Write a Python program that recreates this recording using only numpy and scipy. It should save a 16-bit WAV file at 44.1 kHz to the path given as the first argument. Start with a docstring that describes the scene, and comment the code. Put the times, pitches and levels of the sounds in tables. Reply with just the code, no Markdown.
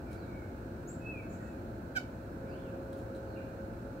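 """A porch over steady town rumble, hiss and weak machine drones. Far birds chirp, and a nuthatch's bill
ticks faintly on crumbs and a food tray. Near 1 s come thin rising calls and a falling whistle.
At 1.95 s the nuthatch gives one short nasal note, a stack of overtones; the porch walls answer briefly.
From 2.4 s a far whistle arches, a distant whine swells, and more chirps and pecks follow.
Throughout, the right microphone port resonates in the midrange."""
import sys
import numpy as np
from scipy import signal
from scipy.fft import rfft, irfft, next_fast_len
from scipy.io import wavfile
from scipy.ndimage import map_coordinates

SR = 44100
rng = np.random.default_rng(int(sys.argv[2]) if len(sys.argv) > 2 else 0)


def waveform_to_disk(signal):
    """Save audio, clipped to [-1, 1], as 16-bit WAV at the path in sys.argv[1]."""
    frames = np.transpose(np.atleast_2d(signal))
    scaled = np.clip(frames, -1, 1) * 32767
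    samples = np.round(scaled).astype(np.int16)
    wavfile.write(sys.argv[1], SR, samples)


N = 176400
T = np.arange(N) / SR

# Town noise spectra. Each row: frequency in Hz, density in dB per Hz.
RUMBLE_SPECTRUM = [(20, -112), (31, -95), (41, -68.5), (65, -69.5), (112, -63), (145, -73.5), (185, -73),
                   (215, -68), (335, -71.5), (380, -74.5), (480, -78.5), (670, -80), (900, -84.5),
                   (1200, -90.5), (1800, -96.5), (3000, -114), (6000, -130)]
HISS_SPECTRUM = [(500, -110), (1800, -103), (2300, -99), (3200, -108), (3750, -107), (4150, -102),
                 (4700, -108), (8500, -110), (9700, -116), (12500, -111), (15500, -110)]
# Stereo width of the town. Each row: frequency in Hz, side over mid in dB.
TOWN_WIDTH = [(60, -26), (160, -19), (270, -18), (450, -11.5), (740, 2.5), (1220, 1.5), (2000, 0),
              (9000, 0.5)]
# Noise colours. Each row: frequency in Hz, relative level in dB.
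RUSH_COLOUR = [(150, -31), (330, 0), (600, -3.5), (900, -14), (1500, -24.5), (3000, -63)]
PECK_COLOUR = [(500, -21), (2500, 9), (4500, 8.5), (8000, 5.5), (15000, 0.5)]
RASP_SHAPE = [(700, -20), (1500, -3), (2600, 0), (3600, -5), (5200, -4), (8000, -12), (10000, -20),
              (15000, -19)]
# Gliding tones. Each row: time in seconds, pitch in Hz, level in dB.
WHINE_TRACK = [(0, 533, -61.5), (1.4, 538.5, -60), (2.36, 536, -59), (2.44, 537, -52.5), (2.95, 539, -48.5),
               (3.3, 539, -49.5), (3.65, 539.5, -50.5), (3.8, 545.6, -63), (3.89, 551, -49),
               (3.925, 543, -61), (3.965, 537, -47), (4, 532, -54)]
FALL_TRACK = [(1.0, 2550, -80), (1.022, 2555, -63), (1.046, 2570, -62), (1.068, 2605, -48.5),
              (1.083, 2600, -50.5), (1.1, 2610, -46), (1.115, 2600, -48), (1.128, 2540, -60),
              (1.145, 2510, -54), (1.18, 2385, -56.5), (1.208, 2300, -58), (1.23, 2250, -68),
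              (1.255, 2210, -64), (1.3, 2130, -77)]
ARCH_TRACK = [(2.39, 2020, -83), (2.43, 2130, -72), (2.49, 2480, -73), (2.54, 2870, -72),
              (2.575, 3380, -77), (2.605, 3560, -77.5), (2.635, 3300, -77), (2.665, 2750, -73),
              (2.7, 2500, -75), (2.73, 2450, -85)]
# Machine drones. Each row: pitch in Hz, level in dB.
DRONE_TONES = [(66, -56.5), (171, -56), (258, -62.5), (344, -54.5), (671, -65.5), (863, -67)]
# Far chirps. Each row: start and length in seconds, start and end pitch in Hz, level in dB.
CHIRP_CALLS = [(0.051, 0.11, 2390, 2170, -66), (0.132, .16, 4720, 3580, -71.5),
               (0.238, 0.23, 2336, 2132, -65.5), (1.375, 0.062, 1900, 1854, -66),
               (2.484, .07, 4900, 4170, -70.5), (3.25, 0.13, 4700, 3770, -73),
               (3.357, 0.0226, 3086, 2520, -62.5), (3.365, 0.0305, 2570, 2276, -60)]
# Pecks. Each row: start in seconds, snap level in dB, tray ring level in dB.
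PECKS = [(.129, -63, -72), (.131, -58, -74), (.146, -64, -76), (1.585, -63, -90), (2.9285, -61, -80),
         (2.931, -52, -80), (2.999, -64, -80), (3.15, -63, -62)]
# Tray modes. Each row: frequency in Hz, relative level in dB, T60 in seconds.
TRAY_MODES = [(3968, 1.5, 0.064), (4120, -6, .06), (8200, -8.5, 0.11), (8700, -15, .1)]
# Shifting crumbs. Each row: start and length in seconds, level in dB.
CRUMB_RUSTLES = [(0.092, 0.082, -68), (2.918, 0.13, -71.5), (3.136, .06, -75)]
# Thin rising calls. Each row: start and length in seconds, start and top pitch in Hz,
# pitch scatter as a fraction, level in dB, reverb over direct in dB.
SEEP_CALLS = [(0.874, 0.038, 6140, 7640, 0.0096, -50.5, 2), (1.286, .04, 6500, 7300, 0.034, -75.5, 14),
              (1.313, 0.039, 5950, 7400, .075, -74, 15), (1.402, 0.079, 6480, 7300, 0.055, -85.5, 19.5)]
# Nuthatch note. Each row: time in seconds, pitch in Hz, gain in dB, treble lift in dB.
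NOTE_TRACK = [(1.951, 812, -26, 0), (1.954, 810, -13, 0), (1.958, 802, -9, 6), (1.961, 792, -8.5, 4),
              (1.964, 781, -2, 4), (1.971, 759, 0, 5), (1.978, 740, -1, -1), (1.985, 726, -4.5, -3),
              (1.988, 724, -22, -3)]
# Its overtone envelope. Each row: frequency in Hz, level in dB.
THROAT_SPECTRUM = [(755, -44.5), (1450, -39.5), (1570, -39), (2270, -44), (3020, -50), (3780, -57.5),
                   (4530, -56), (5290, -56.5), (6040, -61.5), (7500, -67.5), (8300, -65.5), (9300, -74),
                   (13500, -69), (16000, -78)]
# Reach of the lift. Each row: frequency in Hz, fraction of the lift applied.
LIFT_SHARE = [(1600, 0), (2400, .6), (5000, 1)]
# Note sent to the walls. Each row: frequency in Hz, gain in dB.
WALL_SEND = [(700, 4), (1500, -5.5), (2300, 4.5), (3500, 5), (8000, 5.5)]
# The note reaches the left port first. Each row: frequency in Hz, right phase lag in radians.
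RIGHT_LAG = [(100, .2), (1500, 3), (2300, 4.4), (3000, 5.8), (3800, 3.3), (4550, 10.2), (5300, 10),
             (6050, 11), (7500, 18.8), (15000, 34)]
# Reverb decay. Each row: frequency in Hz, T60 in seconds.
PORCH_T60 = [(500, 0.12), (3000, 0.25), (12000, 0.15)]
YARD_T60 = [(2000, 0.87), (2600, 0.61), (4000, 0.5), (7500, 0.3)]
# Right port response. Each row: frequency in Hz, gain over the left in dB.
PORT_RESPONSE = [(60, -3), (140, -1.5), (300, 0), (450, 0), (670, 3.5), (790, -0.5), (1150, -1), (1350, 10),
                 (1520, 14), (1750, 5.5), (2000, -7), (2600, 2.5), (3200, -4), (4100, -2), (5000, -4.5),
                 (8500, -2.5)]


def amp(db):
    """Decibels to gain."""
    return 10 ** (np.asarray(db) / 20)


def unit(x):
    """Scale to rms 1."""
    return x / np.sqrt(np.mean(x ** 2) + 1e-20)


def along(points, hz):
    """Interpolate (Hz, value) points on a log axis."""
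    knots_hz, values = np.transpose(points)
    return np.interp(np.log(hz + 1), np.log(knots_hz + 1), values)


def track(rows):
    """Pitch, gain and further columns per sample; silent outside the rows."""
    times_s, *columns = np.transpose(rows)
    hz, db, *more = [np.interp(T, times_s, column) for column in columns]
    return hz, amp(db) * (T >= times_s[0]) * (T <= times_s[-1]), *more


def cycle(hz):
    """Running phase of a pitch curve."""
    return 2 * np.pi * np.cumsum(hz) / SR


def wobble(rate_hz):
    """Smooth random curve, rate_hz knots a second."""
    return map_coordinates(rng.standard_normal(int(N * rate_hz / SR) + 4), [T * rate_hz])


def arch(start_s, length_s):
    """Progress 0-1 through an event, and its half-sine envelope."""
    progress = np.clip((T - start_s) / length_s, 0, 1)
    return progress, np.sin(np.pi * progress)


def filtered(x, response):
    """Apply a response given as a function of Hz."""
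    size = next_fast_len(N + SR // 2)
    return irfft(rfft(x, size) * response(np.fft.rfftfreq(size, 1 / SR)), size)[..., :N]


def noise(spectrum):
    """Noise with a spectrum in dB per Hz."""
    return filtered(rng.standard_normal(N) * np.sqrt(SR / 2), lambda hz: amp(along(spectrum, hz)))


def wide(spectrum):
    """Stereo noise: alike at both ports in the bass, unrelated higher up."""
    angle = lambda hz: np.arctan(amp(along(TOWN_WIDTH, hz)))
    mid = filtered(noise(spectrum), lambda hz: np.cos(angle(hz)))
    side = filtered(noise(spectrum), lambda hz: np.sin(angle(hz)))
    return np.array([mid + side, mid - side])


def tail(x, space):
    """Diffuse stereo reverb, as strong as x."""
    hz, t, bins = signal.stft(rng.standard_normal((2, SR)), SR, nperseg=256)
    decay = amp(-60 * t / along(space, hz)[:, None])
    response = signal.istft(bins * decay, SR, nperseg=256)[1]
    wet = signal.fftconvolve(x[None], response, axes=1)[:, :N]
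    return np.array([unit(side) for side in wet]) * np.std(x)


def placed(x, space, wet_db, left_db=0):
    """Direct sound plus reverb, panned left by left_db."""
    return (x + amp(wet_db) * tail(x, space)) * amp([[left_db / 2], [-left_db / 2]])


def town(flutter_db=1.6, drift_hz=1.5, rush_db=-3, sway_db=0.48):
    """Steady rumble and hiss; a whine, perhaps of tyres, swells with its own rush."""
    hz, gain = track(WHINE_TRACK)
    flutter = amp(flutter_db * wobble(16))
    whine = np.sqrt(2) * flutter * np.sin(cycle(hz + drift_hz * wobble(25.01)))
    rush = amp(rush_db) * unit(wide(RUSH_COLOUR))
    rumble = amp(sway_db * wobble(5.6)) * wide(RUMBLE_SPECTRUM)
    return rumble + wide(HISS_SPECTRUM) + gain * (whine + rush)


def drones(sway_db=2.95, drift_hz=4.02):
    """Weak unsteady tones of far machinery."""
    return sum(amp(db + sway_db * wobble(9.2)) * np.sin(cycle(hz + drift_hz * wobble(20)))
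               for hz, db in DRONE_TONES)


def far_chirps(waver=0.032):
    """Faint wavering downward slurs, blurred by the yard."""
    out = np.zeros(N)
    for start_s, length_s, start_hz, end_hz, db in CHIRP_CALLS:
        progress, swell = arch(start_s, length_s)
        hz = (start_hz + (end_hz - start_hz) * progress) * (1 + waver * wobble(300))
        out += amp(db) * swell * np.sin(cycle(hz))
    return placed(out, YARD_T60, wet_db=7)


def pecks(snap_t60_s=0.006, grain_db=4):
    """The bill strikes with a tiny snap and rings the tray; crumbs rustle around it."""
    out = np.zeros(N)
    snap = unit(noise(PECK_COLOUR))
    for start_s, snap_db, ring_db in PECKS:
        age_s = np.maximum(T - start_s, 0)
        ring = sum(amp(ring_db + db - 60 * age_s / t60_s) * np.sin(2 * np.pi * hz * age_s)
                   for hz, db, t60_s in TRAY_MODES)
        out += (T >= start_s) * (amp(snap_db - 60 * age_s / snap_t60_s) * snap + ring)
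    grains = unit(noise(PECK_COLOUR) * amp(grain_db * wobble(400)))
    out += grains * sum(amp(db) * arch(start_s, length_s)[1] for start_s, length_s, db in CRUMB_RUSTLES)
    return placed(out, PORCH_T60, wet_db=1.5, left_db=-2)


def seeps(rise_s=0.01, octave_db=-21):
    """Very high calls that shoot up and level off; the later ones are a soft lisp."""
    out = np.zeros((2, N))
    for start_s, length_s, start_hz, top_hz, scatter, db, wet_db in SEEP_CALLS:
        hz = top_hz + (start_hz - top_hz) * np.exp(-np.maximum(T - start_s, 0) / rise_s)
        phase = cycle(hz * (1 + scatter * wobble(900)))
        swell = abs(arch(start_s, length_s)[1]) ** 0.55
        tone = np.sin(phase) + amp(octave_db) * np.sin(2 * phase)
        out += placed(amp(db) * swell * tone, YARD_T60, wet_db)
    return out


def falling_whistle(slide_start_s=1.125, flutter_db=4, echo_s=0.39, echo_db=-23.5):
    """A bird holds a note, then flutters as it slides down; an echo returns across the yard."""
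    hz, gain = track(FALL_TRACK)
    sliding = np.clip((T - slide_start_s) / 0.018, 0, 1)
    waver = 0.003 + 0.008 * sliding
    phase = cycle(hz * (1 + waver * wobble(200)))
    flutter = amp(flutter_db * sliding * wobble(130))
    note = np.sqrt(2) * gain * flutter * np.sin(phase)
    echo = filtered(note, lambda f: np.exp(-2j * np.pi * f * echo_s))
    return placed(note + amp(echo_db) * echo, YARD_T60, wet_db=-3.5)


def nuthatch(jitter=0.007, rasp_db=-52, wall_gain_db=-8):
    """A sagging overtone stack that starts hard and bright, with rasp gated once a cycle."""
    hz, gain, lift_db = track(NOTE_TRACK)
    phase = cycle(hz * (1 + jitter * wobble(890)))
    tone = np.zeros(N)
    for k in range(1, 21):
        overtone_db = along(THROAT_SPECTRUM, k * hz) + lift_db * along(LIFT_SHARE, k * hz)
        tone += amp(overtone_db) * np.cos(k * phase)
    rasp = unit(noise(RASP_SHAPE) * (1 + np.cos(phase))) * amp(rasp_db + lift_db)
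    note = np.sqrt(2) * gain * (tone + rasp)
    walls = tail(filtered(note, lambda f: amp(along(WALL_SEND, f))), PORCH_T60)
    right = filtered(note, lambda f: np.exp(-1j * along(RIGHT_LAG, f)))
    return np.array([note, right]) + amp(wall_gain_db) * walls


def arching_whistle(waver=0.02):
    """A far bird glides up and down again."""
    hz, gain = track(ARCH_TRACK)
    phase = cycle(hz * (1 + waver * wobble(200)))
    return placed(np.sqrt(2) * gain * np.sin(phase), YARD_T60, wet_db=6)


def scene():
    """Birds over the town."""
    calls = nuthatch() + falling_whistle() + arching_whistle() + seeps() + far_chirps()
    return calls + pecks() + town() + drones()


def record(dry, top_hz=15750):
    """The right port colours its channel; both are cut above top_hz."""
    right = filtered(dry[1], lambda hz: amp(along(PORT_RESPONSE, hz)))
    return filtered(np.array([dry[0], right]), lambda hz: hz < top_hz)


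dry = scene()
out = record(dry)
waveform_to_disk(out)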